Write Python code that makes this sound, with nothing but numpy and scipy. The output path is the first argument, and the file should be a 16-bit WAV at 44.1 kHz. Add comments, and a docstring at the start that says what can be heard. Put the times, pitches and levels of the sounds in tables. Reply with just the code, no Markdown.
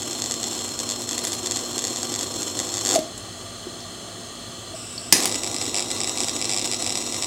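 """An AC TIG torch welds a small metal part on a workshop bench, close to a single microphone.
The arc hisses, roars and cracks unevenly as it relights on its 100 Hz current cycle; the first of
two runs ends with a hollow pop. Shielding gas keeps flowing while the torch is reset, with light
knocks and ticks of the filler rod, and a loud spark starts the second run. Behind it all the
machine hums and its cooling fan runs."""
import sys
import numpy as np
from scipy import signal
from scipy.fft import rfft, irfft
from scipy.io import wavfile

SR = 44100
rng = np.random.default_rng(int(sys.argv[2]) if len(sys.argv) > 2 else 0)


def materialize(psi):
    """Save the field psi as 16-bit PCM at rate SR to the path in sys.argv[1].

    A 1-D psi becomes a single channel; in a 2-D psi each row is a channel.
    """
    bounded = np.clip(np.atleast_2d(psi).T, -1, 1)
    quanta = np.round(bounded * 32767).astype(np.int16)
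    wavfile.write(sys.argv[1], SR, quanta)


N = 320166
TIME = np.arange(N) / SR
ARC_OUT_S, TORCH_MOVED_S, ARC_ON_S = 2.968, 4.738, 5.125


def arc_cracks(run, start_s, stop_s, relight_s, gain_db, stray_db, spread_db):
    """The arc relights relight_s into each cycle: mostly softly, with stray cracks and loud bursts."""
    # bursts of loud cracks: start_s, length_cycles, cracks_before_one_soft_cycle, relative_db
    bursts = [(.22, 5, 1, -15), (.31, 4, 2, -13), (.43, 2, 2, -15), (.79, 2, 2, -15), (.89, 4, 4, -15),
              (1.09, 5, 1, -15), (1.18, 2, 2, -15), (1.25, 3, 1, -14), (1.32, 2, 2, -15), (1.46, 2, 2, -15),
              (1.51, 2, 2, -13), (1.56, 2, 2, -14), (1.78, 2, 2, -14), (1.84, 5, 2, -14), (1.96, 2, 2, -16),
              (2.03, 1, 1, -15), (2.14, 3, 3, -14.5), (2.19, 5, 1, -14), (2.42, 2, 2, -15),
              (2.59, 2, 2, -13), (2.74, 8, 6, -16), (2.85, 12, 12, -11), (5.22, 3, 3, -14),
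              (5.31, 5, 2, -15), (5.43, 5, 2, -15), (5.54, 3, 1, -13), (5.61, 2, 2, -16), (5.74, 9, 7, -13),
              (5.9, 2, 2, -14), (6.0, 5, 2, -14), (6.09, 1, 1, -12), (6.17, 9, 2, -13), (6.28, 2, 2, -12),
              (6.41, 5, 2, -14), (6.49, 11, 6, -13), (6.61, 7, 2, -15), (6.71, 4, 4, -13),
              (6.82, 1, 1, -13), (6.86, 7, 2, -14), (6.95, 3, 1, -12), (7.22, 3, 3, -14)]
    # spectrum of a crack for each torch position: frequency_hz, relative_db
    crack_1 = [(250, -9), (700, -8.5), (1500, -15.5), (2000, -4.5), (2650, -11.5), (3300, 2), (5500, -7),
               (7500, 3), (9000, -6), (11000, -18), (15500, -32)]
    crack_2 = [(250, -17.5), (700, -3), (1500, -26), (3300, -5.5), (5500, -8), (7500, 3), (9000, -15),
               (11000, -24.5), (15500, -51)]
    # its echoes off the gas cup and the part: delay_ms, gain
    echoes_1 = [(.166, .5), (.994, -.37), (1.094, .28)]
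    echoes_2 = [(.3, -.9), (.542, .7), (.673, -.8), (.95, .3)]
    spectrum, echoes = (crack_1, echoes_1) if run == 1 else (crack_2, echoes_2)
    cycle_hz, polarity_lag_s, jitter_s = 100, .0003, .0001
    cycle = np.arange(int(TIME[-1] * cycle_hz))
    crack_db = stray_db - spread_db * rng.random(len(cycle))
    scatter_db = 1.03 * rng.standard_normal(len(cycle))
    for burst_s, length, in_a_row, burst_db in bursts:
        step = cycle - round(burst_s * cycle_hz)
        calm = (step >= -1) & (step <= length)   # just before, between and after the loud cracks
        loud = (step >= 0) & (step < length) & (step % (in_a_row + 1) < in_a_row)
        opening_db = 1.0 * (step == 0)   # a burst opens a little harder
        crack_db[calm] = stray_db - spread_db / 2
        crack_db[loud] = (burst_db + scatter_db + opening_db)[loud]
    at_s = cycle / cycle_hz + relight_s + polarity_lag_s * (cycle % 2)
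    at_s += jitter_s * rng.standard_normal(len(cycle))
    lit = (at_s > start_s) & (at_s < stop_s)
    clicks = np.zeros(N)
    clicks[(at_s[lit] * SR).astype(int)] = from_db(crack_db[lit])
    # each spark sputters for about a millisecond
    sputter = .04 * np.convolve(clicks, np.ones(SR // 900))[:N] * rng.standard_normal(N)
    spark = smear(colour(sputter - clicks, spectrum), lag_ms=.3, feedback=.55)
    reflected = sum(gain * np.roll(spark, round(ms * SR / 1000)) for ms, gain in echoes)
    return from_db(gain_db) * (spark + reflected)


def arc_burn(run, hiss_db, sing_db, roar_db, flutter_db):
    """The hot gas hisses, sings in narrow resonances and roars low; all of it flutters with the arc."""
    # strength of the arc through each run: time_s, hiss_relative_db, roar_relative_db
    curve_1 = [(0.0, -31.5, -37.5), (2.86, -30.5, -35), (2.93, -28, -27)]
    curve_2 = [(5.2, -28, -29.5), (5.35, -31.5, -36), (7.26, -30, -37)]
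    # hiss of the burning arc in each run: frequency_hz, relative_db
    hiss_1 = [(700, -32), (1420, -10), (2330, -13), (3360, -0.5), (3880, -9.5), (4290, 4.5), (4740, -36),
              (5430, -0.5), (6070, -8), (7360, 4), (9560, -14), (11240, -27), (11600, -18), (15460, -40)]
    hiss_2 = [(700, -28), (1420, -20), (2450, -17), (2710, 1.5), (3230, -6), (3750, 4), (4650, -36),
              (5430, 5.5), (6070, -1), (7880, 4.5), (8660, -0.5), (13950, -34), (14470, -48), (15460, -63)]
    # resonances that sing in the hiss: pitch_hz, width_hz, relative_db
    sing_1 = [(3280, 220, -4.5), (5310, 190, -1), (6300, 140, -2), (7350, 62, 4), (7720, 48, 2),
              (8400, 80, -3), (9120, 80, -10), (9830, 120, -13), (11600, 180, -17), (12700, 80, -24)]
    sing_2 = [(2045, 96, -1.5), (4190, 140, 4.5), (5720, 440, 1.5), (6800, 83, 6), (7370, 30, -2),
              (7820, 69, 6)]
    # low roar of the arc: frequency_hz, relative_db
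    roar_spectrum = [(60, -34), (170, -12), (270, 2.5), (370, 2), (520, -5.5), (700, -8), (1100, -7.5),
                     (1500, -16), (2500, -32.5)]
    curve, spectrum, resonances = (curve_1, hiss_1, sing_1) if run == 1 else (curve_2, hiss_2, sing_2)
    hiss_curve_db, roar_curve_db = in_time(curve)
    hiss = from_db(hiss_db) * noise(spectrum) + from_db(sing_db) * sing(resonances)
    roar = from_db(roar_curve_db + roar_db) * noise(roar_spectrum)
    return (from_db(hiss_curve_db) * hiss + roar) * from_db(flutter_db * drift(150))


def arc_whistle(pitch_hz, level_db, wander_hz, waver_db):
    """A thin tone of the burning arc, unsteady in pitch and strength."""
    phase = 2 * np.pi * np.cumsum(pitch_hz + wander_hz * drift(90)) / SR
    return from_db(level_db + waver_db * drift(7)) * np.sqrt(2) * np.sin(phase)


def spark_pops():
    """Each pop is a shower of sparks that dies away; the longer ones sizzle."""
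    # the starting spark and stray pops of the melt: start_s, level_db, t60_s
    showers = [(1.0198, -20, .006), (1.178, -28, .08), (1.238, -26, .09), (1.275, -28, .08),
               (1.333, -28, .09), (2.9502, -16, .004), (2.956, -23, .05), (2.9903, -20, .01),
               (5.1248, 3.5, .018), (5.128, -25, .38), (5.167, -17, .01), (5.204, -14, .006),
               (5.226, -25, .06), (5.256, -6, .009), (5.277, -22, .02)]
    # spectrum of a pop: frequency_hz, relative_db
    spectrum = [(90, -16), (190, 1), (480, -6), (800, -3), (1500, -12), (2000, 0), (2500, -5), (6000, 1),
                (10000, -2), (12000, -9), (16000, -20)]
    envelope = sum(from_db(db) * dying(start_s, t60_s) for start_s, db, t60_s in showers)
    return colour(envelope * rng.standard_normal(N), spectrum)


def bench_knocks(swell_s):
    """A soft contact swells into one hollow, quickly damped tone."""
    # dull knocks on the bench: start_s, relative_db, pitch_hz, t60_s
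    knocks = [(2.9555, -7.5, 669, 0.074), (2.9785, -11.5, 633, 0.078), (2.9890, -9.5, 300, 0.025),
              (3.6670, -21.5, 357, 0.063), (4.7380, -27, 644, 0.079)]
    out = np.zeros(N)
    for start_s, db, pitch_hz, t60_s in knocks:
        envelope = from_db(db) * after(start_s, swell_s) * dying(start_s, t60_s)
        out += envelope * np.sin(2 * np.pi * pitch_hz * (TIME - start_s))
    return out


def rod_ticks():
    """The filler rod grazes the metal: a short bright scratch or clink."""
    # light touches of the rod: start_s, level_db, pitch_hz, width_hz, t60_s
    touches = [(3.178, -29, 7500, 3000, 0.023), (3.8035, -32, 4500, 2000, 0.022),
               (4.9789, -25.5, 4600, 700, 0.038)]
    white = rng.standard_normal(N)
    out = np.zeros(N)
    for start_s, db, pitch_hz, width_hz, t60_s in touches:
        band = resonate(resonate(white, pitch_hz, width_hz), pitch_hz, width_hz)
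        out += from_db(db) * dying(start_s, t60_s) * rms_one(band)
    return out


def shielding_gas(first_db, sing_db, second_db):
    """The gas jet hisses on its own and changes colour when the torch is moved."""
    # the jet at each torch position: frequency_hz, relative_db
    jet_1 = [(700, -10.5), (1420, -7.5), (2450, -13), (3230, 1), (3880, -9), (4130, 3), (5040, -13),
             (5300, -3.5), (5680, -18), (6200, -2.5), (8660, -8), (9560, -11.5), (10340, -21), (15460, -61)]
    jet_2 = [(700, -24), (1420, -15.5), (2450, -18.5), (2710, -9.5), (4780, -16), (5170, -6), (6460, -19),
             (8010, -1.5), (8910, -16.5), (10340, -25), (11890, -31), (12400, -29), (13180, -39),
             (15460, -40)]
    # resonances in the jet before the move: pitch_hz, width_hz, relative_db
    resonances = [(1890, 150, -4), (3320, 170, -2), (4280, 150, -1), (6250, 160, -2.5), (7000, 130, -10),
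                  (7360, 110, -1), (8180, 98, -5)]
    moved = after(TORCH_MOVED_S, 0.012)
    first = from_db(first_db) * noise(jet_1) + from_db(sing_db) * sing(resonances)
    second = from_db(second_db) * noise(jet_2)
    return (1 - moved) * first + moved * second


def machine(load, fan_db, waver_db, waver_turns):
    """Fan rush and hum of the welder; the mains harmonics swell while current is drawn."""
    # rush of the cooling fan: frequency_hz, relative_db
    fan_spectrum = [(20, -34), (40, -11), (57, 0), (72, -9.5), (100, 7.5), (140, -3.5), (200, -3.5),
                    (340, 0), (480, -5), (680, -2.5), (850, -10.5), (1020, -14), (1180, -2.5),
                    (1600, -31.5)]
    # steady tones of the machine: pitch_hz, idle_db, load_db
    hum_tones = [(108.4, -57, -54), (120, -72, -55.5), (176.3, -56, -59), (239.5, -50.5, -44),
                 (358.3, -55, -47), (597.5, -86, -52), (680.6, -54.5, -52), (940, -79, -59),
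                 (1164, -74, -59.5), (1184, -60.5, -60.5)]
    out = from_db(fan_db) * noise(fan_spectrum)
    for pitch_hz, idle_db, load_db in hum_tones:
        turns = pitch_hz * TIME + rng.random() + waver_turns * drift(5)
        level_db = idle_db + load * (load_db - idle_db) + waver_db * drift(8)
        out += from_db(level_db) * np.sqrt(2) * np.sin(2 * np.pi * turns)
    return out


def workshop(x, bench_db, bench_s, room_db, treble_t60_s):
    """Direct sound, quick reflections off the bench, then a room tail that is shorter in the treble."""
    room_t60_s, treble_hz = .38, 7000
    t = TIME[:SR // 2]
    white = rng.standard_normal((2, len(t))) * (t > .0025)   # reflections arrive after 2.5 ms
    low = signal.sosfilt(signal.butter(2, treble_hz, fs=SR, output="sos"), white[0])
    high = signal.sosfilt(signal.butter(2, treble_hz, "high", fs=SR, output="sos"), white[1])
    tail = low * from_db(-60 * t / room_t60_s) + high * from_db(-60 * t / treble_t60_s)
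    bench = white[1] * np.exp(-t / bench_s)
    response = from_db(room_db) * tail / np.linalg.norm(tail)
    response += from_db(bench_db) * bench / np.linalg.norm(bench)
    return x + signal.fftconvolve(x, response)[:N]


def from_db(db):
    """Decibels to gain."""
    return 10 ** (np.asarray(db) / 20)


def rms_one(x):
    """Scale to an rms of 1."""
    return x / np.sqrt(np.mean(x ** 2) + 1e-20)


def in_time(rows):
    """Each column of a curve at every sample."""
    time_s, *columns = np.transpose(rows)
    return [np.interp(TIME, time_s, column) for column in columns]


def after(start_s, fade_s):
    """A ramp from 0 to 1."""
    return np.clip((TIME - start_s) / fade_s, 0, 1)


def dying(start_s, t60_s):
    """An envelope that jumps to 1 and dies away."""
    out = np.zeros(N)
    span = slice(int(start_s * SR), int((start_s + 2 * t60_s) * SR))
    out[span] = from_db(-60 * (TIME[span] - start_s) / t60_s)
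    return out


def drift(rate_hz):
    """A random wander through rate_hz new values a second, rms 1."""
    knots = rng.standard_normal(4096)
    return rms_one(np.interp(TIME * rate_hz, np.arange(len(knots)), knots))


def colour(x, spectrum, size=8192):
    """A causal (minimum-phase) filter of unit energy with the given spectrum."""
    hz, db = np.transpose(spectrum)
    grid_hz = np.maximum(np.fft.rfftfreq(size, 1 / SR), 1)
    bass_rolloff_db = 40 * np.log10(np.minimum(grid_hz / hz[0], 1))
    shape_db = np.interp(np.log(grid_hz), np.log(hz), db) + bass_rolloff_db
    cepstrum = irfft(np.log(from_db(shape_db)))
    kernel = irfft(np.exp(rfft(2 * cepstrum[:size // 2], size)))
    return signal.fftconvolve(x, kernel / np.linalg.norm(kernel))[:N]


def noise(spectrum):
    """Coloured noise, rms 1."""
    return colour(rng.standard_normal(N), spectrum)


def resonate(x, pitch_hz, width_hz):
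    """A resonance with a peak gain of 1."""
    radius = np.exp(-np.pi * width_hz / SR)
    feedback = [1, -2 * radius * np.cos(2 * np.pi * pitch_hz / SR), radius ** 2]
    return signal.lfilter(np.array([1, 0, -1]) * (1 - radius ** 2) / 2, feedback, x)


def sing(resonances):
    """Noise ringing in a set of narrow resonances, rms 1."""
    white = rng.standard_normal(N)
    return rms_one(sum(from_db(db) * resonate(white, hz, width_hz) for hz, width_hz, db in resonances))


def smear(x, lag_ms, feedback):
    """A short all-pass echo: it spreads a click without changing its colour."""
    gap = np.zeros(int(lag_ms * SR / 1000))
    return signal.lfilter(np.r_[-feedback, gap, 1], np.r_[1, gap, -feedback], x)


def scene():
    """Two runs of the arc heard in mono at the bench, with gas between them and the machine behind."""
    first, second = 1 - after(ARC_OUT_S, 0.017), after(ARC_ON_S, 0.0045)
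    load = first + second
    cracks = arc_cracks(1, 0, ARC_OUT_S, relight_s=.0004, gain_db=12, stray_db=-18.5, spread_db=20)
    cracks += arc_cracks(2, 5.2, TIME[-1], relight_s=.0041, gain_db=11, stray_db=-14.5, spread_db=29)
    burn = first * arc_burn(1, hiss_db=-5.5, sing_db=-9, roar_db=-4, flutter_db=2.74)
    burn += second * arc_burn(2, hiss_db=-6, sing_db=-7, roar_db=-3, flutter_db=3)
    jet = (1 - load) * shielding_gas(first_db=-41, sing_db=-46.5, second_db=-37.5)
    direct = cracks + burn + jet + rod_ticks()
    torch = workshop(direct, bench_db=-9, bench_s=.0043, room_db=-10.5, treble_t60_s=.12)
    tones = first * arc_whistle(4230, level_db=-41.5, wander_hz=11, waver_db=.5)
    tones += second * arc_whistle(3793, level_db=-44.5, wander_hz=8, waver_db=1.5)
    whine_hz = 14200 + 80 * drift(3)
    tones += load * arc_whistle(whine_hz, level_db=-66, wander_hz=25, waver_db=4)
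    pops = workshop(spark_pops(), bench_db=-16, bench_s=.008, room_db=-7.5, treble_t60_s=.25)
    knocks = bench_knocks(swell_s=.003)
    knocks = workshop(knocks, bench_db=-30, bench_s=.006, room_db=-10, treble_t60_s=.25)
    hum = machine(load, fan_db=-41.5, waver_db=0.9, waver_turns=0.042)
    return (torch + tones + pops + knocks + hum)[None]


def record(dry):
    """The loudest spark overloads the recorder; the top is cut."""
    cutoff_hz = 15800
    lowpass = signal.ellip(10, .1, 80, cutoff_hz, fs=SR, output="sos")
    return signal.sosfilt(lowpass, np.clip(dry, -.9, .9))


dry = scene()
out = record(dry)
materialize(out)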